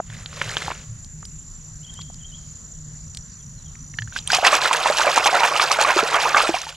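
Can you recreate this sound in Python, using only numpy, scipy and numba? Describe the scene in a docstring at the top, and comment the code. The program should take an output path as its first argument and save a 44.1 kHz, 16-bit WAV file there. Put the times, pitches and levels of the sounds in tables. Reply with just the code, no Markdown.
"""A hand rakes wet gravel in a plastic tray by a shallow stream, then lifts a toy out and swishes it in water.
Stones and water are crowds of short damped rings under surging gain; single knocks and air pockets stand out.
Crickets are throbbing noise bands and pitch-sliding pulses; two birds are gliding sines with an echo.
Filtered noise makes the far stream, the breeze and a low drone, and damped swells make dull bumps.
The recorder's gain control turns down at the splashing."""
import sys
import numpy as np
from scipy import signal
from scipy.io import wavfile
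from numba import njit

SR = 44100
rng = np.random.default_rng(int(sys.argv[2]) if len(sys.argv) > 2 else 0)


def materialize(psi):
    """Save the field psi as 16-bit PCM at rate SR to the path in sys.argv[1].

    A 1-D psi becomes a single channel; in a 2-D psi each row is a channel.
    """
    bounded = np.clip(np.atleast_2d(psi).T, -1, 1)
    quanta = np.round(bounded * 32767).astype(np.int16)
    wavfile.write(sys.argv[1], SR, quanta)


N = 298108


def amp(db):
    """Decibels to amplitude ratio: 20 dB is a factor of ten."""
    return 10 ** (np.asarray(db) / 20)


def rms_one(x):
    """Normalization of mean power: the result has rms 1."""
    return x / np.sqrt(np.mean(x ** 2) + 1e-20)


def in_time(rows):
    """Linear interpolation: each column after the time column becomes a curve over all samples."""
    s, *columns = np.transpose(rows)
    return [np.interp(np.arange(N) / SR, s, c) for c in columns]


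def at_hz(points, hz):
    """Interpolation on a log-frequency axis, where equal ratios are equal steps."""
    point_hz, value = np.array(points)[:, 0], np.array(points)[:, 1]
    return np.interp(np.log(hz), np.log(point_hz), value)


def drift(rate):
    """Low-passed noise of spread 1: two equal poles at rate (Hz) leave only the slower fluctuations."""
    step = 40   # samples between computed points
    r = np.exp(-2 * np.pi * rate * step / SR)
    white = rng.standard_normal(N // step + 2002)
    slow = signal.lfilter([1], [1, -2 * r, r * r], white)[2000:]   # without the filter's start
    return np.interp(np.arange(N) / step, np.arange(len(slow)), rms_one(slow))


def narrow_noise(hz, width_hz, channels=1):
    """Resonance: white noise passed twice through one pole pair becomes a narrow band, here of rms 1."""
    r = np.exp(-np.pi * width_hz / SR)
    poles = [1, -2 * r * np.cos(2 * np.pi * hz / SR), r * r]
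    once = signal.lfilter([1, 0, -1], poles, rng.standard_normal((channels, N)))
    return rms_one(signal.lfilter([1, 0, -1], poles, once))


@njit
def add(out, start, hz, cycles, rise, left, right, lead, attack):
    """Damped oscillation: sines (hz in cycles per sample) swell, lose 60 dB over cycles and glide by rise."""
    for k in range(len(start)):
        length = int(cycles[k] / hz[k]) + 1
        phase, fade, onset = 0., 1., 1.
        fade_step = 1000. ** (-1 / length)
        onset_step = np.exp(-hz[k] / attack)   # attack: time constant in cycles
        for i in range(min(length, out.shape[1] - start[k])):
            phase += 2 * np.pi * min(hz[k] * (1 + rise[k] * i / length), .45)
            fade, onset = fade * fade_step, onset * onset_step
            swell = (1 - onset) * fade
            out[0, start[k] + i] += left[k] * swell * np.sin(phase + lead[k])
            out[1, start[k] + i] += right[k] * swell * np.sin(phase)


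def rings(s, hz, gain, cycles, rise, aside, spread=.2, spread_db=1.2, attack=.35):
    """Interaural cues: level and phase differences place each ring; aside 1 is fully to the right."""
    # Each row: frequency in Hz, left minus right level in dB, for a source to the right
    port_db = [(200, -1), (950, -3.5), (3770, -6), (9000, -1.5)]
    # Each row: frequency in Hz, phase in radians by which the left port leads
    port_lead = [(250, -0.3), (1000, -0.00099), (3900, -0.85), (6600, -0.41)]
    out, chance = np.zeros((2, N)), rng.standard_normal((len(s), 3))
    side = amp((aside * at_hz(port_db, hz) + spread_db * chance[:, 0]) / 2)
    # a shift of place counts more at short wavelengths
    lead = at_hz(port_lead, hz) + spread * chance[:, 1] * np.sqrt(hz / 3000)
    start, glide = (s * SR).astype(np.int64), rise * np.abs(chance[:, 2])
    add(out, start, hz / SR, cycles + 0 * s, glide, gain * side, gain / side, lead, attack)
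    return out


def grains(span, low_hz, high_hz, spectrum, count, cycles, rise, size_db, clump_db, aside):
    """Superposition: random short rings, few large and many small, merge into clumpy noise; rms 1 in span."""
    draw = rng.random((count, 4))
    s = span[0] + (span[1] - span[0]) * draw[:, 0]
    hz = low_hz * (high_hz / low_hz) ** draw[:, 1]
    large_db = size_db * np.minimum(-np.log(draw[:, 2]), 6.5)
    size = amp(large_db + at_hz(spectrum, hz)) * hz   # higher rings are shorter and thinner spread
    sign = np.sign(draw[:, 3] - .5)
    ring_cycles = cycles * (1.5 - draw[:, 2])   # larger grains ring longer
    out = rings(s, hz, size * sign, ring_cycles, rise, aside, attack=1.4)
    return rms_one(out * amp(clump_db * drift(29.6))) * np.sqrt(N / SR / (span[1] - span[0]))


def bursts(events, level_db, octaves, lift, scatter_s, ring_s, aside, count):
    """Impact spectrum: each event sheds brief rings, fanned out in pitch and scattered just after it."""
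    s, peak_db, hz = np.repeat(events, count, axis=0).T
    draw = rng.standard_normal((len(s), 3))
    fan = np.arange(len(s)) % count / count - .5
    hz = hz * 2 ** (lift + octaves * fan + draw[:, 0] / count)   # lift in octaves
    gain = amp(peak_db + level_db + 6.7 * draw[:, 2]) * (hz < 9000)   # none from 9 kHz up
    return rings(s + scatter_s * draw[:, 1] ** 2, hz, gain, ring_s * hz, 0, aside)


def surges(s, held_s, level_db, rise_db_s, fall_db_s):
    """Addition of powers: each surge climbs, holds and dies at steady dB rates in one gain curve."""
    power, t = np.zeros(N // 40 + 2), np.arange(N // 40 + 2) * 40 / SR
    for at, held, top_db in zip(s, held_s, level_db):
        climb_db = rise_db_s * np.maximum(at - t, 0)
        fall_db = fall_db_s * np.maximum(t - at - held, 0)
        power += amp(top_db - climb_db - fall_db) ** 2
    return np.interp(np.arange(N) / SR, t, np.sqrt(power))


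def air():
    """Partial coherence: distant stream and breeze, noise bands that the ears share in part, and a drone."""
    # Each row: frequency in Hz, relative band level in dB
    air_spectrum = [(25, -6), (190, -13.5), (260, -31), (800, -39), (1400, -34), (2600, -45), (5500, -37),
                    (8500, -42), (15500, -64.5)]
    # Each row: frequency in Hz, left-right likeness from 0 to 1
    likeness = [(60, 1), (150, 0.92), (300, 0.1), (15000, 0.49)]
    air_db, drone_hz, drone_width_hz, drone_db = -35.5, 152.2, 13.3, -39.5
    out, white = 0, rng.standard_normal((2, 2, N))
    edges = 22 * 2 ** np.arange(0, 9.6, .5)   # half-octave bands
    for k, (low, high) in enumerate(zip(edges, edges[1:])):
        band = signal.butter(3, [low, high], "band", fs=SR, output="sos")
        mid, side = signal.sosfilt(band, white[k % 2])
        hz = np.sqrt(low * high)
        alike = np.clip(at_hz(likeness, hz), 0, 1)
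        waver_db = 3.4 * drift(14.5) if hz < 250 else 2.0 * drift(5.4)
        stereo = np.sqrt(1 + alike) * mid + np.sqrt(1 - alike) * side * [[1], [-1]]
        out = out + amp(at_hz(air_spectrum, hz) + waver_db) * stereo
    return amp(air_db) * rms_one(out) + amp(drone_db) * narrow_noise(drone_hz, drone_width_hz)


def crickets(second_s=0.0148, rise_s=0.0026, low_hz=5550, high_hz=6000):
    """Amplitude modulation: a throbbing chorus, and a near singer whose paired wing strokes slide up in pitch."""
    # Each row: centre in Hz, width in Hz, level in dB before the throb, chirps per second
    chorus = [(6867, 160, -51, 6.8), (7286, 63, -47.5, 24), (6930, 530, -44.5, 31)]
    # Each row: time in seconds, lateness of the double chirp in cycles, level in dB
    near_cricket = [(0, 0.71, -43), (.6, 0.69, -38), (.9, 0.26, -38.5), (1.9, 0.47, -39), (3.85, 0.59, -35),
                    (4.2, 0.58, -32)]
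    pairs_per_s = 27.6
    out, t = 0, np.arange(N) / SR
    for hz, width_hz, level_db, per_s in chorus:
        throb = .5 + .5 * np.sin(2 * np.pi * (per_s * t + 0.26 * drift(0.34)))
        shared, opposed = narrow_noise(hz, width_hz, channels=2)
        stereo = shared + 0.34 * opposed * [[1], [-1]]
        out = out + amp(level_db + 2.0 * drift(0.4)) * (0.85 + throb) * stereo
    late, level_db = in_time(near_cricket)
    first = (pairs_per_s * t - late) % 1 / pairs_per_s   # seconds since the pair began
    age = np.where(first > second_s, first - second_s, first) / rise_s
    hz = high_hz - (high_hz - low_hz) * np.exp(-age / 0.58) + 45 * drift(62.0)
    stroke = age * np.exp(1 - age)
    tone = stroke * np.sin(2 * np.pi * np.cumsum(hz) / SR)
    return out + amp(level_db + 2.0 * drift(6.8)) * tone * amp([[-.8], [.8]])


def birds(echo_db=-8, echo_s=0.13):
    """Frequency modulation: gliding sines whistle twice, a fainter bird answers, and trees echo both."""
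    # Each row: start in seconds, level in dB added to the whistle's
    calls = [(1.805, -38.5), (2.165, -44)]
    # The two-note whistle. Each row: seconds from the call's start, pitch in Hz, level in dB
    whistle = [(.01, 2695, -30), (0.043, 3330, -2), (0.061, 3000, -9), (0.091, 3220, -0.5),
               (.115, 3200, -27), (.13, 3950, -12), (.157, 2980, -8), (0.183, 3240, 1), (0.207, 3285, -2)]
    # The farther bird's falling notes. Each row: start in seconds, first pitch in Hz, level in dB
    far_notes = [(3.314, 4640, -54), (3.39, 3500, -55), (3.57, 4280, -49), (3.65, 3440, -49)]
    far_note_s, far_fall_hz = .04, 402
    out, t = np.zeros(N), np.arange(N) / SR
    for start, call_db in calls:
        call = np.array(whistle) + [start, 0, call_db]
        hz, level_db = in_time(call)
        sounding = (t > call[0, 0]) * (t < call[-1, 0])
        gain = np.sqrt(2) * amp(level_db + 5.3 * drift(100))   # sqrt 2 turns rms into sine peak
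        out += gain * sounding * np.sin(2 * np.pi * np.cumsum(hz) / SR)
    for start, from_hz, level_db in far_notes:
        along = np.clip((t - start) / far_note_s, 0, 1)
        note = np.sin(2 * np.pi * np.cumsum(from_hz - far_fall_hz * along) / SR)
        out += np.sqrt(2) * amp(level_db) * np.sin(np.pi * along) * note
    # decaying noise of unit energy as the trees' impulse response
    trees = rng.standard_normal((2, SR // 2)) * np.exp(-t[:SR // 2] / echo_s) / np.sqrt(echo_s * SR / 2)
    echo = signal.fftconvolve(out[None], trees, axes=1)[:, :N]
    return out * amp([[1.5], [-1.5]]) + amp(echo_db) * echo


def bumps():
    """Heavily damped resonance: dull bumps through the handheld recorder die within a few cycles."""
    # Each row: start in seconds, peak of the envelope in dB
    bump_events = [(0.079, -27.5), (0.453, -24), (0.887, -23), (4.001, -20.5)]
    bump_hz, bump_s = 113.4, 0.022   # pitch, time from start to the envelope's peak
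    out = np.zeros(N)
    for s, peak_db in bump_events:
        age = np.maximum(np.arange(N) / SR - s, 0) / bump_s
        out += amp(peak_db) * age * np.exp(1 - age) * np.sin(2 * np.pi * bump_hz * bump_s * age)
    return out


def gravel(aside=0.16):
    """Impact excitation: colliding stones ring briefly, a dense crackle under each stroke plus crunchy knocks."""
    # Raking strokes. Each row: time of full strength in seconds, hold in seconds, level in dB
    rake = [(.14, 0.078, -51.5), (.35, 0.099, -49.5), (0.428, 0.28, -39.5), (.8, 0.02, -53)]
    # Each row: frequency in Hz, relative power density in dB per Hz
    gravel_spectrum = [(250, -22), (507, 0.5), (809, -7.5), (1730, 0), (7380, -10), (12000, -31),
                       (15500, -43)]
    # Single stones knocking. Each row: start in seconds, ring level in dB, ring pitch in Hz
    stones = [(0.001, -3, 683), (0.101, -20.5, 1830), (0.26, -10.5, 3240), (0.329, -20, 1380),
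              (0.415, -1.5, 1690), (0.569, 0.5, 1610), (0.581, -11.5, 5590), (0.622, -6, 1340),
              (0.681, -4.5, 835), (0.704, -8, 890), (0.716, -7.5, 1040), (1.046, -22, 4700),
              (1.229, -23.5, 1230), (1.253, -15, 4870), (1.94, -17.5, 8500), (1.991, -20, 1120),
              (2.013, -19.5, 3630), (2.101, -28.5, 730), (2.143, -22.5, 5200), (3.148, -15, 4440),
              (3.172, -12, 4342), (3.754, -29.5, 2220)]
    stroke = surges(*np.transpose(rake), rise_db_s=162, fall_db_s=225)
    crackle = grains((0, 1.5), 317, 16800, gravel_spectrum, count=16000, cycles=12.0, rise=0,
                     size_db=2.3, clump_db=1.2, aside=aside)
    s, peak_db, hz = np.transpose(stones)
    knock = rings(s, hz, amp(peak_db), cycles=11.9, rise=0, aside=aside)
    crunch = bursts(stones, level_db=-13.5, octaves=1.86, lift=0.26, scatter_s=0.0015,
                    ring_s=0.0056, aside=aside, count=12)
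    return stroke * crackle + knock + crunch


def splashing():
    """Bubble resonance: bubbles slosh low, droplets fizz high; air pockets slap shut and ring upward."""
    # The hand shakes the toy to and fro, each stroke a surge of water.
    # Each row: time of its height in seconds, slosh level in dB, spray level in dB
    strokes = [(4.166, -44, -33), (4.35, -16, -11.5), (4.469, -4.5, -9), (4.543, -6, -9),
               (4.656, -11, -13.5), (4.739, -12, -13), (4.87, -10.5, -17.5), (5.011, -11, -12),
               (5.082, -6.5, -14), (5.177, -8.5, -12.5), (5.273, -6, -16), (5.364, -6, -15.5),
               (5.442, -5.5, -11.5), (5.553, -11.5, -18.5), (5.621, -8.5, -11), (5.717, -15, -12),
               (5.814, -8, -8), (5.889, -4, -15), (5.983, -9, -9.5), (6.158, -6, -18), (6.261, -9, -40),
               (6.373, -4.5, -8.5), (6.444, -12.5, -17), (6.563, -19.5, -16), (6.627, -27.5, -21),
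               (6.694, -28.5, -26.5), (6.75, -50, -32)]
    # Water unsettled between later strokes: start in seconds, hold in seconds, slosh in dB, spray in dB
    churn = (4.5, 2, -19, -21.5)
    # Each row: frequency in Hz, relative power density in dB per Hz
    water_spectrum = [(220, -32), (575, -5.5), (1130, -4), (2150, -11.5), (7080, -22), (12300, -41.5),
                      (15500, -49)]
    # Drips and large air pockets closing. Each row: start in seconds, ring level in dB, first pitch in Hz
    plops = [(3.939, -27, 1820), (3.987, -8, 1736), (4.021, -15.5, 1740), (4.075, -25, 1470),
             (4.124, -25, 1450), (4.162, -7, 1473), (4.188, -8.5, 3670), (4.275, -8, 3120),
             (4.302, -3.5, 1520), (4.319, 2, 4970), (4.331, -4, 713), (4.348, 5.5, 6030), (4.385, 1, 720),
             (4.428, -1, 607), (4.449, 10, 1870), (4.529, 11.5, 1130), (4.711, 7.5, 944), (4.858, 6.5, 900),
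             (4.9, 8.5, 583), (4.996, 7.5, 884), (5.045, 4.5, 706), (5.068, 8.5, 600), (5.177, 7, 900),
             (5.259, 10.5, 804), (5.329, 6, 720), (5.344, 8.5, 737), (5.405, 6.5, 900), (5.433, 8, 890),
             (5.513, 0.5, 600), (5.597, 10.5, 1160), (5.71, 6, 1185), (5.787, 7, 620), (5.848, 10, 1100),
             (5.903, 9, 976), (5.963, 6, 370), (5.99, 9, 1260), (6.029, 4, 410), (6.144, 9.5, 1120),
             (6.256, 3.5, 956), (6.346, 12, 1166), (6.367, 11.5, 1190), (6.403, 9, 1140), (6.49, 6.5, 326),
             (6.542, 6, 723), (6.604, -13, 3850), (6.667, -5.5, 887)]
    surge_rise_db_s, surge_fall_db_s = 452, 320
    surge_rows = [(s, 0, *levels) for s, *levels in strokes] + [churn]
    s, held_s, slosh_db, spray_db = np.transpose(surge_rows)
    span = (4.0, N / SR)
    slosh = grains(span, 224.7, 2598, water_spectrum, count=11000, cycles=19.8, rise=0.38,
                   size_db=2.5, clump_db=0.66, aside=0.76)
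    spray = grains(span, 2285, 15150, water_spectrum, count=40000, cycles=13.0, rise=0.17,
                   size_db=3.5, clump_db=3.0, aside=0.4)
    slosh_gain = surges(s, held_s, slosh_db, surge_rise_db_s, surge_fall_db_s)
    spray_gain = surges(s, held_s, spray_db, surge_rise_db_s, surge_fall_db_s)
    water = slosh_gain * slosh + spray_gain * spray
    s, peak_db, hz = np.transpose(plops)
    ring_cycles = 41.6 * np.sqrt(np.minimum(hz / 1500, 1))   # big pockets break up after fewer cycles
    plop = rings(s, hz, amp(peak_db), cycles=ring_cycles, rise=0.31, aside=0.81, attack=0.55)
    slap = bursts(plops, level_db=-15.5, octaves=1.74, lift=0.785, scatter_s=0.0016,
                  ring_s=0.013, aside=0.49, count=10)
    # reduces the low thud that abrupt ring onsets add below 180 Hz
    high_pass = signal.butter(4, 180, "high", fs=SR, output="sos")
    return signal.sosfilt(high_pass, water + plop + slap)


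def scene():
    """Linear superposition: the pressures of all sources at the stream bank add."""
    return air() + crickets() + birds() + bumps() + gravel() + splashing()


def record(dry, input_db=-6):
    """Compression: gain follows loudness quickly and lets go slowly; peaks are rounded, the top is cut."""
    knee_db, ratio = -27, .45   # gain falls by ratio dB for each dB above the knee
    release_db_s, listen_s = 1.5, .15   # release of the held loudness, averaging time constant
    top, cutoff_hz = 1.5, 15700   # saturation amplitude, start of the stop band
    sound, r = amp(input_db) * dry, np.exp(-1 / (listen_s * SR))
    power = signal.lfilter([1 - r], [1, -r], np.mean(sound ** 2, axis=0))
    loud_db = 10 * np.log10(power + 1e-9)
    slope = release_db_s * np.arange(N) / SR
    held_db = np.maximum.accumulate(loud_db + slope) - slope
    sound = sound * amp(-ratio * np.maximum(held_db - knee_db, 0))
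    low_pass = signal.cheby2(12, 70, cutoff_hz, fs=SR, output="sos")
    return signal.sosfilt(low_pass, top * np.tanh(sound / top))


dry = scene()
out = record(dry)
materialize(out)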